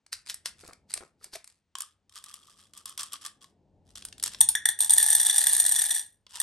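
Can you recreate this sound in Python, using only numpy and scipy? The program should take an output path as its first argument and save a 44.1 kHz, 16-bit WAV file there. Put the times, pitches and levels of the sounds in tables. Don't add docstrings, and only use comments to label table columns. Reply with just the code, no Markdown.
import sys
import numpy as np
from scipy import signal
from scipy.fft import rfft, irfft, next_fast_len
from scipy.io import wavfile
from scipy.ndimage import map_coordinates

SR = 44100
rng = np.random.default_rng(int(sys.argv[2]) if len(sys.argv) > 2 else 0)


def transcribe(u):
    v = np.clip(np.atleast_2d(u).T, -1, 1)
    q = np.round(v * 32767).astype(np.int16)
    wavfile.write(sys.argv[1], SR, q)


N = 283122
T = np.arange(SR // 8) / SR
POP_S, OPEN_S, EMPTYING_S, END_S = 1.353, 1.7, 4.4, N / SR

# (time [s], rumble level [dB], rustle level [dB])
HANDLING = [(0.0, -93, -84), (0.66, -72.5, -70.5), (1.02, -80.5, -72), (1.66, -87.5, -86.5),
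            (2.43, -78, -75), (3.45, -79, -70.5), (3.9, -68.5, -66.5), (4.35, -68, -64.5),
            (4.72, -77, -72.5), (4.97, -77, -68), (5.79, -81.5, -70), (6.42, -78, -85.5)]
# (frequency [Hz], level [dB])
RUMBLE_EQ = [(15, -46.5), (28, -16), (48, 4.5), (65, -0.5), (86, 8), (114, -2.5), (135, -9), (157, -24),
             (200, 2.5), (260, -39), (440, -120)]
RUSTLE_EQ = [(82, -32), (140, -1), (339, -7), (904, -15.5), (989, -22), (1500, -50.5), (1950, -72.5),
             (3300, -120)]
HISS_EQ = [(100, -14.5), (1000, -0.5), (4000, -5.5), (9500, -13.5), (12000, -40.5)]
# (time [s], peak level [dB], treble lift [dB])
CLICKS = [(0.0634, -43.5, -4.5), (0.3427, -23, 16), (0.4571, -16.5, -3.5), (0.6769, -36, 8),
          (0.7318, -38.5, -1.5), (0.9383, -13.5, 11.5), (0.9747, -28, 3), (1.2423, -27.5, 14),
          (1.4431, -36, 7), (1.475, -36.5, 3.5), (1.7532, -20.5, -8.5), (1.7844, -24.5, 11),
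          (1.8053, -18.5, 13.5), (1.8192, -23.5, 9.5), (2.0945, -45, 0), (2.1564, -33, 6), (2.2398, -31, 8),
          (2.34, -29, 8), (2.7351, -37, 3), (2.7752, -34.5, 14), (2.8563, -23.5, 10.5), (2.8936, -31, 15),
          (2.9763, -22.5, 7.5), (3.0067, -21, 9), (3.0315, -21, 9.5), (3.1316, -26.5, 29),
          (3.156, -34, -14), (3.262, -24, 6), (3.4424, -38.5, -3.5), (3.9557, -27, 0), (4.0225, -33, -5),
          (4.0507, -22.5, 10.5), (4.085, -37, 7.5), (4.126, -33.5, -8), (4.1804, -39, 5.5),
          (4.1979, -30, 3), (4.2265, -18, 15.5), (4.2373, -10, 11), (4.2599, -18.5, 5), (4.2772, -20, 3.5),
          (4.346, -26, -10.5), (6.2657, -40.5, -16), (6.4144, -18.5, 7)]
# (start [s], length [s], level [dB])
STIRS = [(0.125, 0.015, -50), (0.255, 0.04, -45.5), (0.455, 0.022, -51), (0.56, 0.13, -58),
         (0.895, 0.1, -49.5), (1.33, 0.013, -52), (1.44, 0.091, -68), (1.77, 0.067, -50.5),
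         (2.11, 0.078, -52.5), (2.235, 0.08, -53.5), (2.32, 0.33, -60.5), (2.74, 0.039, -52.5),
         (2.855, 0.045, -46), (2.975, 0.056, -39), (3.11, 0.024, -43), (3.21, 0.044, -44.5),
         (3.405, 0.015, -54), (3.85, 0.06, -69), (3.953, 0.0051, -43.5), (4.02, 0.042, -63),
         (4.235, .05, -43), (4.315, 0.036, -46.5), (6.29, 0.055, -53), (6.33, 0.053, -45.5)]
# (time [s], peak level [dB], rise [s], t60 [s])
JOLTS = [(0.129, -15.5, 0.0024, 0.048), (0.299, -18, 0.0051, 0.061), (0.46, -20.5, 0.003, 0.1),
         (0.908, -34.5, 0.0067, 0.036), (0.974, -33, 0.004, 0.04), (1.241, -37.5, 0.013, 0.15),
         (1.338, -30, 0.0058, 0.072), (1.356, -25.5, 0.0043, 0.047)]
# (start [s], length [s], level [dB])
TURNS = [(0.622, 0.026, -54), (0.675, 0.041, -51), (0.955, 0.08, -52.5), (1.2, 0.076, -64.5),
         (1.32, .045, -55.5)]
# (frequency [Hz], level [dB])
CLOSED_EQ = [(100, -25.5), (600, -12.5), (1300, -5), (2400, -1.5), (3300, -5.5), (4800, 2.5), (6700, -4),
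             (8000, 1), (10200, 0.5), (11500, -9), (13000, -36), (16000, -34.5)]
OPEN_EQ = [(100, -22.5), (650, -21.5), (1200, -10.5), (1700, -9), (2400, -12), (3300, -2), (4000, -5.5),
           (5200, -2.5), (6700, -8), (8000, -3), (10200, -4.5), (11500, -10), (13000, -32), (16000, -31)]
HEAP_EQ = [(100, -33), (700, -17.5), (1500, -2.5), (2600, -3), (3300, -2.5), (4700, 5.5), (6700, -3.5),
           (8200, -2), (10000, 3), (11500, -5.5), (12500, -14), (14000, -49.5)]
THUMP_EQ = [(25, -19), (45, 4), (110, -1.5), (200, -17.5), (500, -49.5)]
THREAD_EQ = [(100, -6.5), (250, -7.5), (400, 5.5), (540, -2.5), (700, -2.5), (900, -6.5), (1250, -5),
             (1600, -8.5), (2500, -17), (5000, -43)]
CRACK_EQ = [(100, -43), (450, -29), (800, -9), (1200, -19), (2500, -16), (4000, -2), (5000, -8), (7000, -4),
            (8600, 2.5), (10200, 7), (12000, -8), (13000, -15.5), (15500, -34)]
# (frequency [Hz], level [dB], t60 [s])
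CAP_MODES = [(390, -43, 0.04), (660, -31, 0.034), (1360, -59, .02), (2240, -30, 0.016)]
TIN_MODES = [(121.3, -57.5, 0.44), (564, -48, 0.031), (750, -37, 0.016), (847, -35.5, 0.045),
             (914, -36.5, 0.05), (1719, -4, 0.046), (1827, -4.5, 0.042), (1851, -4.5, 0.029),
             (1931, -7, 0.039), (3453, 2.5, 0.017), (3550, 1, 0.027), (5160, -30.5, 0.011),
             (5860, 3, 0.022), (6770, -23, 0.14), (7870, -24, 0.02), (8355, -6, 0.016), (8757, -2.5, 0.029),
             (8854, -17, 0.011), (9926, 1, 0.02), (11000, -36.5, 0.033), (11300, -38.5, .04),
             (11770, -22.5, 0.051), (12070, -18.5, 0.035), (13700, -37, .03), (14600, -39.5, .03)]
# (time [s], pitch [Hz], level against beads [dB])
BOTTLE_AIR = [(1.7, 1142, -7), (3.4, 1112, -8), (3.9, 1128, -21), (4.3, 1092, -27.5), (6.3, 1000, -11)]
# (time [s], crack level [dB], low-mode level [dB], mid-mode level [dB])
LANDINGS = [(4.4061, -2.5, -67, -50), (4.4109, -3, -32, -17), (4.4878, -5.5, -66, -41),
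            (4.5514, -12.5, -18, -19.5), (4.6547, -6.5, -15, -17), (4.6877, -8, -21.5, -23.5),
            (4.789, -19.5, -42, -47.5), (4.804, -6.5, -38, -25.5), (4.8147, -13, -55, -38),
            (4.8455, -16, -48, -39), (4.8951, -8, -35, -22), (4.9055, -3, -36, -35),
            (4.9203, -13, -34, -40), (4.9349, -4, -32.5, -27), (4.9807, -3, -23.5, -22),
            (4.9993, -15, -25.5, -23.5), (5.0275, -5.5, -35, -28), (5.103, -7.5, -41, -30.5),
            (5.1284, -6.5, -30, -22.5), (5.15, -3, -30, -22.5), (5.1989, -10.5, -27.5, -20),
            (5.2124, -9.5, -39.5, -24), (5.2657, -8.5, -32, -24), (5.2973, -13.5, -23, -16.5),
            (5.3809, -5.5, -29, -18.5), (5.468, -4.5, -22, -22), (5.4909, -13, -35, -48),
            (5.532, -7, -40, -35), (5.565, -10, -31, -32.5), (5.5996, -5, -33, -22.5),
            (5.662, -9, -33.5, -41.5), (5.691, -10.5, -35.5, -52), (5.7206, -8.5, -35, -28.5),
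            (5.7616, -14, -27, -24), (5.7948, -16.5, -29.5, -25), (5.8178, -10, -31, -29.5),
            (5.91, -13.5, -39, -21), (5.9486, -17, -43, -31), (5.994, -19, -52, -30),
            (6.4001, -12.5, -31.5, -25)]
# (start [s], length [s], level [dB])
POURS = [(4.79, 0.049, -27), (4.895, 1.066, -25.5)]
# (frequency [Hz], t60 [s])
ROOM_DECAY = [(200, 0.033), (1500, 0.3), (5000, 0.2), (9000, 0.19), (15000, 0.065)]
# (frequency [Hz], left minus right [dB])
PORT_BALANCE = [(100, 2), (1000, 1.5), (4000, 1.6), (8000, 0.54)]
# (frequency [Hz], phase [rad])
PORT_PHASE = [(200, 0), (1200, .2), (3300, .5), (5400, .42), (8000, .3), (8790, .05), (9730, -2.4),
              (10900, -4.1), (11600, -6.1), (13000, -6.28)]


def amp(db):
    return 10 ** (np.asarray(db) / 20)


def unit(x):
    return x / np.sqrt(np.mean(x ** 2) + 1e-20)


def along(points, hz):
    knots_hz, values = np.transpose(points)
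    return np.interp(np.log(hz + 1), np.log(knots_hz + 1), values)


def fade(t, t60):
    return np.exp(-np.log(1000) * t / np.maximum(t60, 1e-4))


def envelope(rows, rise, t60, sag_db_per_s=0):
    power = np.zeros(N)
    for start, length, db in rows:
        t = np.maximum(np.arange(N) / SR - start, 0)
        attack = 1 - np.exp(-t / rise)
        release = fade(np.maximum(t - length, 0), t60)
        power += (amp(db - sag_db_per_s * t) * attack * release) ** 2
    return np.sqrt(power)


def wobble(per_s):
    return map_coordinates(rng.standard_normal(1000), [np.arange(N) * per_s / SR], mode="wrap")


def add(track, s, sound):
    start = int(np.clip(round(s * SR), 0, N - 1))
    track[:, start:start + sound.shape[-1]] += sound[..., :N - start]


def colour(x, eq):
    n = x.shape[-1]
    size = 2 * next_fast_len(n // 2 + 2048)
    gain = amp(along(eq, np.fft.rfftfreq(size, 1 / SR)))
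    cepstrum = irfft(np.log(gain))
    cepstrum[1:size // 2] *= 2
    cepstrum[size // 2 + 1:] = 0
    return irfft(rfft(x, size) * np.exp(rfft(cepstrum)), size)[..., :n]


def noise(size, width):
    mid, side = rng.standard_normal((2, size))
    return unit(np.array([mid + width * side, mid - width * side]))


def burst(eq, t60, width, attack):
    x = colour(noise(len(T), width) * fade(T, t60) * (1 - np.exp(-T / attack)), eq)
    return x / np.abs(x.mean(0)).max()


def ring(modes, scatter_db, detune, attack):
    hz, db, t60 = np.transpose(modes)[:, :, None]
    size, shift, phase = rng.standard_normal((3, len(modes), 1))
    waves = np.sin(2 * np.pi * (hz * (1 + detune * shift) * T + phase))
    return np.sum(amp(db + scatter_db * size) * fade(T, t60) * waves, 0) * (1 - np.exp(-T / attack))


def patter(blow, t0, t1, spread_db, per_s):
    count = round(per_s * (t1 - t0))
    variants = [blow() for _ in range(24)]
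    track = np.zeros((2, N))
    for k, (jitter, size) in enumerate(rng.random((count, 2))):
        s = t0 + (t1 - t0) * (k + 2 * jitter - 1) / count
        add(track, s, amp(spread_db * size) * variants[k % len(variants)])
    return unit(track) * np.sqrt((t1 - t0) * SR / N)


def background():
    times, *rides = np.transpose(HANDLING)
    rumble, rustle = [amp(np.interp(np.arange(N) / SR, times, db)) for db in rides]
    bed = lambda eq: unit(colour(noise(N, width=.2), eq))
    hiss = amp(-88) * bed(HISS_EQ)
    return amp(4) * rumble * bed(RUMBLE_EQ) + amp(-.5) * rustle * bed(RUSTLE_EQ) + hiss


def wall_clicks():
    track = np.zeros((2, N))
    for s, db, treble_db in CLICKS:
        is_open = s > OPEN_S
        wall_eq = OPEN_EQ if is_open else CLOSED_EQ
        eq = [(hz, level + treble_db * np.clip(np.log(hz / 4000), 0, 1)) for hz, level in wall_eq]
        add(track, s, amp(db) * burst(eq, t60=.015, width=.32, attack=.0007))
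        if is_open:
            _, ring_db = air_state(s)
            add(track, s, amp(db + ring_db - 6 - .45 * treble_db) * air_ring(s))
    return track


def bead_rattle():
    def stir(eq, t0, t1):
        contact = lambda: burst(eq, t60=.01, width=.45, attack=.0004)
        return patter(contact, t0, t1, spread_db=18, per_s=340)

    beads = stir(CLOSED_EQ, 0, OPEN_S) + stir(OPEN_EQ, OPEN_S, END_S)
    air_full = patter(lambda: air_ring(OPEN_S), OPEN_S, EMPTYING_S, spread_db=3, per_s=220)
    air_half_empty = patter(lambda: air_ring(END_S), EMPTYING_S, END_S, spread_db=13.5, per_s=220)
    _, ring_db = air_state(np.arange(N) / SR)
    avalanches = amp(3.5 * wobble(per_s=35))
    motion = envelope(STIRS, rise=.012, t60=.18) * avalanches
    return motion * (beads + amp(ring_db) * (air_full + air_half_empty))


def heap_jolts():
    track = np.zeros((2, N))
    from_peak = T - T.mean()
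    grain = lambda: fade(T, t60=.0049) * noise(len(T), width=.17)
    for s, db, rise, t60 in JOLTS:
        swell = np.exp(np.minimum(from_peak, 0) / rise) * fade(np.maximum(from_peak, 0), t60)
        grains = patter(grain, 0, T[-1], spread_db=5.5, per_s=800)[:, :len(T)]
        crunch = colour(grains * swell, HEAP_EQ)
        add(track, s - T.mean(), amp(db) * crunch / np.abs(crunch).max())
    return track


def hand_thumps():
    hold_s, under_jolt_db = .068, 55
    twists = [(s, hold_s, db - under_jolt_db) for s, db, _, _ in JOLTS]
    return envelope(twists, rise=.006, t60=.31) * unit(colour(noise(N, width=.2), THUMP_EQ))


def cap():
    slip = lambda: burst(THREAD_EQ, t60=.019, width=.25, attack=.00021)
    slips = patter(slip, 0, OPEN_S, spread_db=4.5, per_s=95)
    track = envelope(TURNS, rise=.006, t60=.0807) * slips
    add(track, POP_S, ring(CAP_MODES, scatter_db=0, detune=0, attack=.002))
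    return track


def air_state(s):
    times, hz, db = np.transpose(BOTTLE_AIR)
    return np.interp(s, times, hz), np.interp(s, times, db)


def air_ring(s):
    hz, _ = air_state(s)
    return ring([(hz, 0, .026), (2.87 * hz, -2, .02)], scatter_db=5, detune=.033, attack=.0015)


def tin_blow(crack_db, low_db, mid_db):
    strike_eq = [(950, crack_db), (1650, low_db), (2000, low_db),
                 (3300, mid_db), (6000, mid_db), (7500, crack_db)]
    modes = [(hz, level + along(strike_eq, hz), t60) for hz, level, t60 in TIN_MODES]
    steel = ring(modes, scatter_db=1.5, detune=.006, attack=.0012)
    crack = burst(CRACK_EQ, t60=.023, width=.36, attack=.0011)
    return steel + amp(crack_db - 7.5) * crack


def pour():
    landings = np.zeros((2, N))
    for s, crack_db, low_db, mid_db in LANDINGS:
        add(landings, s, tin_blow(crack_db, low_db, mid_db))
    rebound = lambda: tin_blow(crack_db=0, low_db=-18, mid_db=-16)
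    rebounds = patter(rebound, EMPTYING_S, END_S, spread_db=14, per_s=100)
    jostle = patter(bead_on_bead, EMPTYING_S, END_S, spread_db=20, per_s=240)
    flow = envelope(POURS, rise=.03, t60=.25, sag_db_per_s=3)
    return landings + flow * (amp(-.5) * rebounds + amp(-4.5) * jostle)


def bead_on_bead():
    ping = ring([(8900, -13, .016)], scatter_db=2, detune=.08, attack=.0003)
    return ping + burst(CRACK_EQ, t60=.015, width=.25, attack=.0005)


def room(send):
    wet, step = np.zeros((2, N)), SR // 5
    for start in range(0, N, step):
        hz, t, bands = signal.stft(noise(SR // 3, width=.35), SR, nperseg=256)
        _, tail = signal.istft(bands * fade(t, along(ROOM_DECAY, hz)[:, None]), SR, nperseg=256)
        tail *= 1 - np.exp(-np.arange(tail.shape[1]) / SR / .004)
        tail /= np.linalg.norm(tail[0])
        add(wet, start / SR, signal.fftconvolve(send[:, start:start + step], tail, axes=1))
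    return wet


def scene():
    plastic = heap_jolts() + hand_thumps() + cap() + bead_rattle() + wall_clicks()
    steel = pour()
    reverb = room(amp(-12.5) * plastic + amp(-9.5) * steel)
    return plastic + steel + reverb + background()


def record(dry):
    ceiling, top_hz = .85, 16000
    size = next_fast_len(N + SR // 4)
    hz = np.fft.rfftfreq(size, 1 / SR)
    lean = amp(along(PORT_BALANCE, hz) / 2)
    ports = np.array([lean * np.exp(1j * along(PORT_PHASE, hz)), 1 / lean])
    picked_up = irfft(rfft(dry, size) * ports, size)
    rounded = picked_up / (1 + (picked_up / ceiling) ** 6) ** (1 / 6)
    return irfft(rfft(rounded) / (1 + (hz / top_hz) ** 120), size)[:, :N]


dry = scene()
out = record(dry)
transcribe(out)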